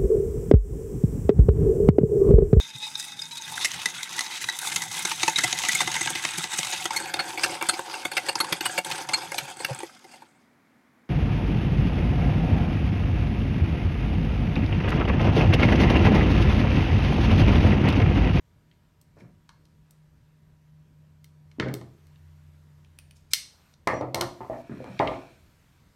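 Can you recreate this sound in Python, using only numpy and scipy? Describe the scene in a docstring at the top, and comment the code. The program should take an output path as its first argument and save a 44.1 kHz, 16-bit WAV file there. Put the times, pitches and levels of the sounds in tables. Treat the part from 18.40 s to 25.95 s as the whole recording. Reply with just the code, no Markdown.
"""Bench work in a shed

Steel ticks and a loud snap from a folding knife, among knocks, drags and clatter on wooden planks, most
of them late. Ticks are gritty contacts ringing steel; knocks are bouncing blows ringing plank modes; slides
are grainy friction. Near echoes and a room tail surround them; a far machine hums over shaped room noise.
"""
import sys
import numpy as np
from scipy import signal
from scipy.fft import rfft, irfft
from scipy.io import wavfile
from scipy.ndimage import uniform_filter1d

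SR = 44100
rng = np.random.default_rng(int(sys.argv[2]) if len(sys.argv) > 2 else 0)


def output_pcm(signal):
    """Save a mono or channel-first signal as 16-bit PCM at the path in sys.argv[1].

    Samples are clipped to [-1, 1] before scaling.
    """
    pcm = np.clip(np.atleast_2d(signal).T, -1, 1) * 32767
    wavfile.write(sys.argv[1], SR, np.round(pcm).astype(np.int16))


N = 332955  # length [samples]

# Metal ticks: (time [s], direct peak [dB], centre [Hz], spread [octaves, at least 0.2])
STEEL_TICKS = [(0.313, -52.5, 2820, 0.36), (0.613, -50, 7030, 0.64), (.806, -49, 1950, 0.42),
               (1.091, -41, 3370, 0.75), (1.253, -53, 4930, 0.62), (1.508, -45.5, 7450, 0.73),
               (2.843, -42, 4630, 1), (3.114, -49.5, 2400, 0.81), (3.198, -20, 2460, 0.55),
               (3.284, -34.5, 2220, 0.76), (3.339, -25, 5360, 1.4), (3.412, -42.5, 2580, 0.79),
               (3.668, -52.5, 4900, 0.97), (3.758, -52.5, 3000, 0.34), (4.934, -3, 4900, 0.71),
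               (5.338, -49.5, 4470, 0.54), (5.473, -18, 2026, 1.2), (5.611, -41, 3440, 0.68),
               (5.745, -14, 4300, 0.87), (5.81, -13.5, 4330, 0.81), (6.442, -42.5, 3040, 0.97),
               (6.592, -20.5, 2520, 0.46), (6.673, -22, 2500, 0.35), (6.677, -25, 2640, 0.13),
               (6.735, -35.5, 2200, 0.2)]
# Clicks of the knife's latch: (time [s], direct peak [dB], centre [Hz], spread [octaves])
LATCH_CLICKS = [(4.446, -53, 2750, 0.9), (4.587, -35, 3220, 1.5), (4.709, -43, 3600, 1)]
# Resonances of blade and jaws: (centre [Hz], width [Hz], mean level [dB])
STEEL_MODES = [(1540, 250, -7), (2164, 110, 10), (3070, 830, -2.5), (3680, 100, -4), (4200, 260, 1.5),
               (5000, 420, -5), (5770, 440, -4), (8040, 450, -3), (8800, 840, -6.5), (11450, 1100, -1),
               (13150, 2200, -7)]
# Resonances of the latch: (centre [Hz], width [Hz], mean level [dB])
LATCH_MODES = [(2540, 130, 2), (2950, 360, -3.5), (4500, 400, -10), (5750, 620, -13), (9100, 690, 1)]
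CONTACT_MS = 0.68  # time scale of the contact's swell and fade

# A loose jaw sings until it lands again: (start [s], end [s], tones (pitch [Hz], level [dB], t60 [s]))
JAW_RING = (5.533, 5.611, [(4200, -54, 0.11), (5780, -51, 1), (7500, -62, 0.43)])

# Knocks on the bench: (time [s], direct peak [dB], centre [Hz], spread [octaves, at least 0.2],
# rattle t60 [s, at least 0.01], clatter level against the plank modes [dB])
BENCH_KNOCKS = [(0.768, -45.5, 330, 1.3, 0.3, -9.5), (.82, -39, 121, 1.16, 0.046, -27),
                (0.847, -43.5, 112, 0.77, 0.025, -22), (1.092, -42, 1140, 0.36, 0.0097, 11),
                (3.185, -28.5, 245, 0.12, 0.03, -46), (3.198, -15, 256, 1.06, 0.031, -8),
                (3.222, -23.5, 160, 1.9, .04, -4), (3.261, -19.5, 170, 1.93, 0.12, -14),
                (3.34, -30.5, 334, 0.63, 0.073, -12), (3.413, -40, 586, 1.2, 0.033, -12),
                (5.472, -12.5, 1000, 0.49, 0.1, -3.5), (5.533, -17, 520, 0.66, 0.036, -12),
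                (5.61, -19, 398, 1.5, 0.11, -23.5), (5.744, -20.5, 534, 1.07, 0.23, -12.5),
                (5.809, -18, 700, 1.2, 0.1, -46), (6.006, -28, 650, 1.1, 0.14, -14.5),
                (6.098, -21, 581, 0.47, 0.078, -27), (6.131, -33, 600, 0.88, 0.11, -7.5),
                (6.295, -29, 200, 0.88, 0.31, -18), (6.317, -30.5, 260, 0.99, 0.03, -15),
                (6.403, -29, 420, 0.6, 0.12, -20.5), (6.442, -32.5, 516, 1.07, 0.21, -8),
                (6.498, -34.5, 134, 0.91, 0.051, -28), (6.599, -10, 640, 0.58, 0.073, -12.5),
                (6.621, -14.5, 600, 0.4, 0.027, -8), (6.665, -19, 536, 1.15, 0.19, -15)]
# Plank modes before spot and grip: (pitch [Hz], mean level [dB], t60 [s])
PLANK_MODES = [(130.1, 13.5, 0.35), (207.4, -12.5, 0.077), (276, 8.5, 0.07), (340.5, 8, 0.22),
               (415, -5.5, 0.068), (521, 0, 0.12), (571, 5.5, 0.045), (661.6, 1, 0.11), (738, -8.5, 0.22),
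               (902, -4, 0.097), (1020, 4, 0.06), (1155, -7, 0.36), (1514, -36, 0.065), (2154, -18.5, 0.06)]
MODE_FLOOR = 0.032  # share of every blow that reaches all the modes
SPOT_SHIFT = 0.015  # each blow lands on another spot or plank: spread of the upper modes' pitch, as a share
GRIP = 0.55  # a hand or tool lying on the plank shortens its upper modes to this share
CLATTER_HZ, CLATTER_OCTAVES = 1427, 0.54  # hard tool edges chatter on the wood

# Slides of steel, blade in its handle or pliers on the planks:
# (start [s], length [s], level at the top of the swell [dB], brightest [Hz])
SLIDES = [(0.758, 0.074, -64, 2970), (4.752, 0.025, -60, 5160), (4.907, 0.018, -46, 4600),
          (4.914, 0.031, -53, 3520), (6.103, 0.89, -53, 2380)]
# Resonances of sliding steel, each also passed at double width: (centre [Hz], width [Hz], level [dB])
SLIDE_MODES = [(1600, 380, 7), (2386, 260, 8), (3930, 450, -9.5), (5200, 600, -4.5), (6560, 3900, -8)]
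SLIDE_TOP_AT, SLIDE_ENDS_DB = 0.66, -16.5  # share of the length where it is loudest; level at its ends
SWISH = 0.64  # broad noise beside the resonances of a slide

# Decay of the room tail: (frequency [Hz], t60 [s])
ROOM_DECAY = [(100, 0.57), (400, 0.48), (1500, 0.31), (4500, 0.4), (9000, 0.34), (16000, 0.16)]
# Near echoes: (delay [s], level [dB])
NEAR_ECHOES = [(.0022, -15.5), (.0048, -16.5), (0.0098, -14.5), (0.0169, -24.5)]
WALLS_STEEL_DB, WALLS_WOOD_DB = -6.5, -4.5  # send of steel and wood to the room tail

# Hum levels before their waver: (time [s], upper line [dB rms], lower line [dB rms])
HUM_LEVELS = [(0, -71, -69), (1.6, -61.5, -72), (3.1, -54.5, -60), (3.5, -61, -62), (3.8, -55, -55),
              (4.85, -61.5, -60.5), (5.1, -70.5, -69.5), (7.55, -70.5, -73)]
HUM_HZ, SAG_PER_S = (156.5, 88.5), 0.011  # starting pitches; share of them lost each second
# Faint thin tones before their waver: (pitch [Hz], level [dB rms])
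WHINE_TONES = [(229, -83.5), (600, -86), (959, -84)]

# Colour of the room noise, evened in level before use: (frequency [Hz], density [dB per Hz])
AIR_COLOUR = [(15, -9.5), (35, 3.5), (60, -2.5), (130, -1.5), (220, -9), (400, -17), (800, -21),
              (1600, -20), (3200, -26), (6000, -29.5), (9000, -32.5), (10500, -36.5), (12800, -30.5),
              (16000, -45)]
# Setting of the hiss before lift and patches: (time [s], level [dB])
HISS_LEVELS = [(0, -65), (3.0, -65.5), (3.6, -60.5), (4.5, -62.5), (5.5, -64.5), (6.9, -57), (7.55, -60)]
RUMBLE_DB = -59  # resting level of the rumble
SHAKE_DB, SHAKE_S = -13.5, 0.044  # rumble the knocks send through the bench: level under them, smoothing
# The noise suppressor lets the hiss up after a loud crack: threshold, hold, lift
OPENS_DB, HOLD_S, LIFT_DB = -17, 0.405, 7
EDGE_HZ = 16100  # band limit


def tick(modes, db, centre_hz, octaves):
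    """A short gritty contact rings the broad modes of the steel; the walls hear one smooth, weaker click."""
    t = np.arange(1500) / SR * 1000 / CONTACT_MS
    grit = t ** 2 * np.exp(-t) * rng.standard_normal(len(t))
    spectrum = rfft(grit)
    even_spectrum = spectrum / uniform_filter1d(abs(spectrum), size=25)
    grit = irfft(even_spectrum, len(t)) * (t < 9)
    wall_click = 0.66 * np.linalg.norm(grit) * signal.unit_impulse(len(t))
    contact = np.array([grit, wall_click])
    spot_db = 1.5 * rng.standard_normal(len(modes))
    ring = 0
    for (hz, width, level_db), spot in zip(modes, spot_db):
        gain = amp(level_db + spot) * favour(hz, centre_hz, octaves)
        ring = ring + gain * resonate(contact, hz, width)
    edge = 0.18 * evened(band(contact, centre_hz, 0.71 * octaves))
    sound = band(evened(ring) + edge, centre_hz, 2.0 * octaves)
    return amp(db) * sound.T / abs(sound[0]).max()


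def knock(db, centre_hz, octaves, t60, clatter_db):
    """A blow, then a dying rattle of small bounces, rings the planks; hard edges chatter on top."""
    t = np.arange(SR // 2) / SR
    chance = rng.random((3, len(t)))
    bounces = (chance[0] < 800 / SR) * np.sign(chance[1] - 0.5) * chance[2]  # about 800 a second
    blows = 0.8 * bounces * amp(-60 * (t / max(t60, 0.01)) ** 1.616)
    blows[:40] += 0.085 * np.hanning(40)  # wood gives a little: the first blow is rounded
    spot_db, shift = rng.standard_normal((2, len(PLANK_MODES)))
    grip = np.r_[1, np.full(len(PLANK_MODES) - 1, GRIP)]
    shift[0] = 0  # the whole bench top keeps its note
    body = 0
    for (hz, level_db, ring_s), spot, move, hold in zip(PLANK_MODES, spot_db, shift, grip):
        decay = amp(level_db + 1.5 * spot - 60 * t / (ring_s * hold))
        struck = MODE_FLOOR + favour(hz, centre_hz, octaves)
        body = body + decay * struck * np.sin(2 * np.pi * hz * (1 + SPOT_SHIFT * move) * t)
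    planks = evened(signal.fftconvolve(blows, body)[:len(t)])
    thud = evened(band(band(blows, centre_hz, 0.68 * octaves), centre_hz, 1.25 * octaves))
    clatter = evened(band(band(blows, CLATTER_HZ, CLATTER_OCTAVES), CLATTER_HZ, CLATTER_OCTAVES))
    sound = planks + 0.83 * thud + amp(clatter_db) * clatter
    # planks radiate little deep bass
    sound = signal.sosfilt(signal.butter(2, 105, "highpass", fs=SR, output="sos"), sound)
    return amp(db) * sound / abs(sound[:1500]).max()


def jaw():
    """Thin steel tones die away and are stopped short when the jaw lands."""
    start, end, modes = JAW_RING
    t = np.arange(0, end - start, 1 / SR)
    tones = sum(amp(db - 60 * t / t60) * np.sin(2 * np.pi * hz * t) for hz, db, t60 in modes)
    return start, tones * signal.windows.tukey(len(t), 0.2)


def drag(start, length, top_db, bright_hz):
    """Grainy friction through the resonances of the sliding steel: it swells, then eases off."""
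    u = np.arange(0, length, 1 / SR) / length
    grit = rng.standard_normal(len(u))
    grit = grit * amp(4.8 * rng.exponential(1, len(u)).clip(0, 4))  # coarse grains
    rub = 0
    for hz, width, db in SLIDE_MODES:
        rung = resonate(resonate(grit, hz, 2 * width), hz, width)
        rub = rub + amp(db) * favour(hz, bright_hz, 0.9) * rung
    friction = evened(evened(rub) + SWISH * evened(band(grit, bright_hz, 0.84)))
    swell_db = np.interp(u, [0, SLIDE_TOP_AT, 1], [SLIDE_ENDS_DB, 0, SLIDE_ENDS_DB])
    return start, amp(top_db + swell_db) * friction * signal.windows.tukey(len(u), 0.1)


def room(direct, outward):
    """Near echoes, then tails of sparse random-sign taps whose bands die at their own speeds."""
    taps, early, late = np.zeros((3, SR)), np.zeros(2000), np.zeros(N)
    at = np.arange(300, SR - 20, 20)
    places = at + rng.integers(0, 20, (3, len(at)))
    np.put_along_axis(taps, places, rng.choice([-1., 1.], (3, len(at))), 1)
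    hz, t, z = signal.stft(taps, SR, nperseg=256)
    decay = amp(-60 * t / read(ROOM_DECAY, hz)[:, None])
    tails = signal.istft(z * decay, SR, nperseg=256)[1]
    for s, db in NEAR_ECHOES:
        add(early, s, amp([db]))
    for k, tail in enumerate(tails):
        # three random tails trade places at 7 Hz, which keeps the room tail even
        turn = np.sqrt(2 / 3) * np.cos(2 * np.pi * (7 * np.arange(N) / SR + k / 6))
        late += signal.fftconvolve(outward * turn, tail / np.linalg.norm(tail))[:N]
    return signal.fftconvolve(direct, early)[:N] + late


def hum():
    """The far machine: two low sines swell, waver and sink in pitch beside a few thin steady-pitched tones."""
    t, out = np.arange(N) / SR, np.zeros(N)
    s, *levels_db = np.transpose(HUM_LEVELS)
    for hz, db in zip(HUM_HZ, levels_db):
        turns = np.cumsum(hz * (1 - SAG_PER_S * t) + 0.8 * wander(38)) / SR
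        out += amp(np.interp(t, s, db) + 2.2 * wander(12)) * np.sin(2 * np.pi * turns)
    for hz, db in WHINE_TONES:
        out += amp(db + 1.0 * wander(2.3)) * np.sin(2 * np.pi * hz * t)
    return np.sqrt(2) * out  # sine peak from rms


def air(steel, wood):
    """Room noise from random short-time spectra; knocks shake the rumble up, loud cracks let the hiss up."""
    frames, hz = N // 256 + 5, np.fft.rfftfreq(1024, 1 / SR)
    a, b, patches = rng.standard_normal((frames, 513, 3)).T
    patches = evened(uniform_filter1d(uniform_filter1d(patches, 10, 0), 14, 1))
    at = np.minimum(np.arange(frames) * 256, N - 1)
    low = 1 / (1 + (hz[:, None] / 700) ** 2)  # crossover from rumble to hiss
    last_crack = np.maximum.accumulate(np.where(abs(steel) > amp(OPENS_DB), np.arange(N), -N))
    lifted = at - last_crack[at] < HOLD_S * SR
    hiss_db = np.interp(at / SR, *np.transpose(HISS_LEVELS)) + LIFT_DB * lifted
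    wood_power = abs(uniform_filter1d(wood ** 2, int(SHAKE_S * SR)))
    trailing = np.maximum(at - int(SHAKE_S * SR / 2), 0)  # the shake follows the knock
    shake = amp(SHAKE_DB) ** 2 * wood_power[trailing] / (1 + (hz[:, None] / 150) ** 4)
    rumble_db = 10 * np.log10(amp(RUMBLE_DB) ** 2 + shake)
    colour = evened(amp(read(AIR_COLOUR, hz)))[:, None] / np.sqrt(len(hz))
    level = amp(low * rumble_db + (1 - low) * hiss_db + 1.3 * patches)
    return signal.istft((a + 1j * b) * colour * level, nperseg=1024, noverlap=768)[1][:N]


def favour(hz, centre_hz, octaves):
    """Where and how hard a thing is struck decides which of its modes speak."""
    return np.exp(-0.5 * (np.log2(hz / centre_hz) / max(octaves, 0.2)) ** 2)


def resonate(x, hz, width):
    """A fixed resonance of gain 1: shift its pitch to zero, smooth, and shift back."""
    turn = np.exp(2j * np.pi * hz * np.arange(x.shape[-1]) / SR)
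    r = np.exp(-np.pi * width / SR)
    return 2 * (turn * signal.lfilter([1 - r], [1, -r], x / turn)).real


def band(x, centre_hz, octaves):
    """A broad band reaching these octaves to each side of the centre, steep at both edges."""
    edges = np.clip(centre_hz * 2. ** (np.array([-1, 1]) * max(octaves, 0.2)), 90, 20000)
    return signal.sosfilt(signal.butter(2, edges, "bandpass", fs=SR, output="sos"), x)


def wander(rate):
    """Slow random drift through normal draws, rate of them a second."""
    knots = int(N / SR * rate) + 2
    return np.interp(np.arange(N) / SR * rate, np.arange(knots), rng.standard_normal(knots))


def amp(db):
    """Decibels to gain."""
    return 10 ** (np.asarray(db) / 20)


def evened(x):
    """Scaled to unit rms."""
    return x / np.sqrt(np.mean(x ** 2) + 1e-20)


def read(points, hz):
    """A table read along log frequency."""
    f, value = np.transpose(points)
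    return np.interp(np.log(hz + 1), np.log(f + 1), value)


def add(mix, s, sound):
    """Lays a sound into the mix at s seconds."""
    part = mix[round(s * SR):][:len(sound)]
    part += sound[:len(part)]


def scene():
    """Steel and wood close by, their echoes, the hum and the air."""
    steel, wood = np.zeros((N, 2)), np.zeros(N)  # steel: direct, towards the walls
    for modes, rows in ((STEEL_MODES, STEEL_TICKS), (LATCH_MODES, LATCH_CLICKS)):
        for s, *row in rows:
            add(steel, s, tick(modes, *row))
    for s, *row in BENCH_KNOCKS:
        add(wood, s, knock(*row))
    for row in SLIDES:
        add(wood, *drag(*row))
    direct = steel[:, 0] + wood
    outward = amp(WALLS_STEEL_DB) * steel[:, 1] + amp(WALLS_WOOD_DB) * wood
    add(direct, *jaw())
    return (direct + room(direct, outward) + hum() + air(steel[:, 0], wood))[None]


def record(dry):
    """The microphone's bass roll-off, then the band limit."""
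    thin = signal.sosfilt(signal.butter(2, 45, "highpass", fs=SR, output="sos"), dry)
    lowpass = signal.firwin(511, EDGE_HZ, window=("kaiser", 9), fs=SR)
    return signal.oaconvolve(thin, lowpass[None], "same")


dry = scene()
out = record(dry)
output_pcm(out)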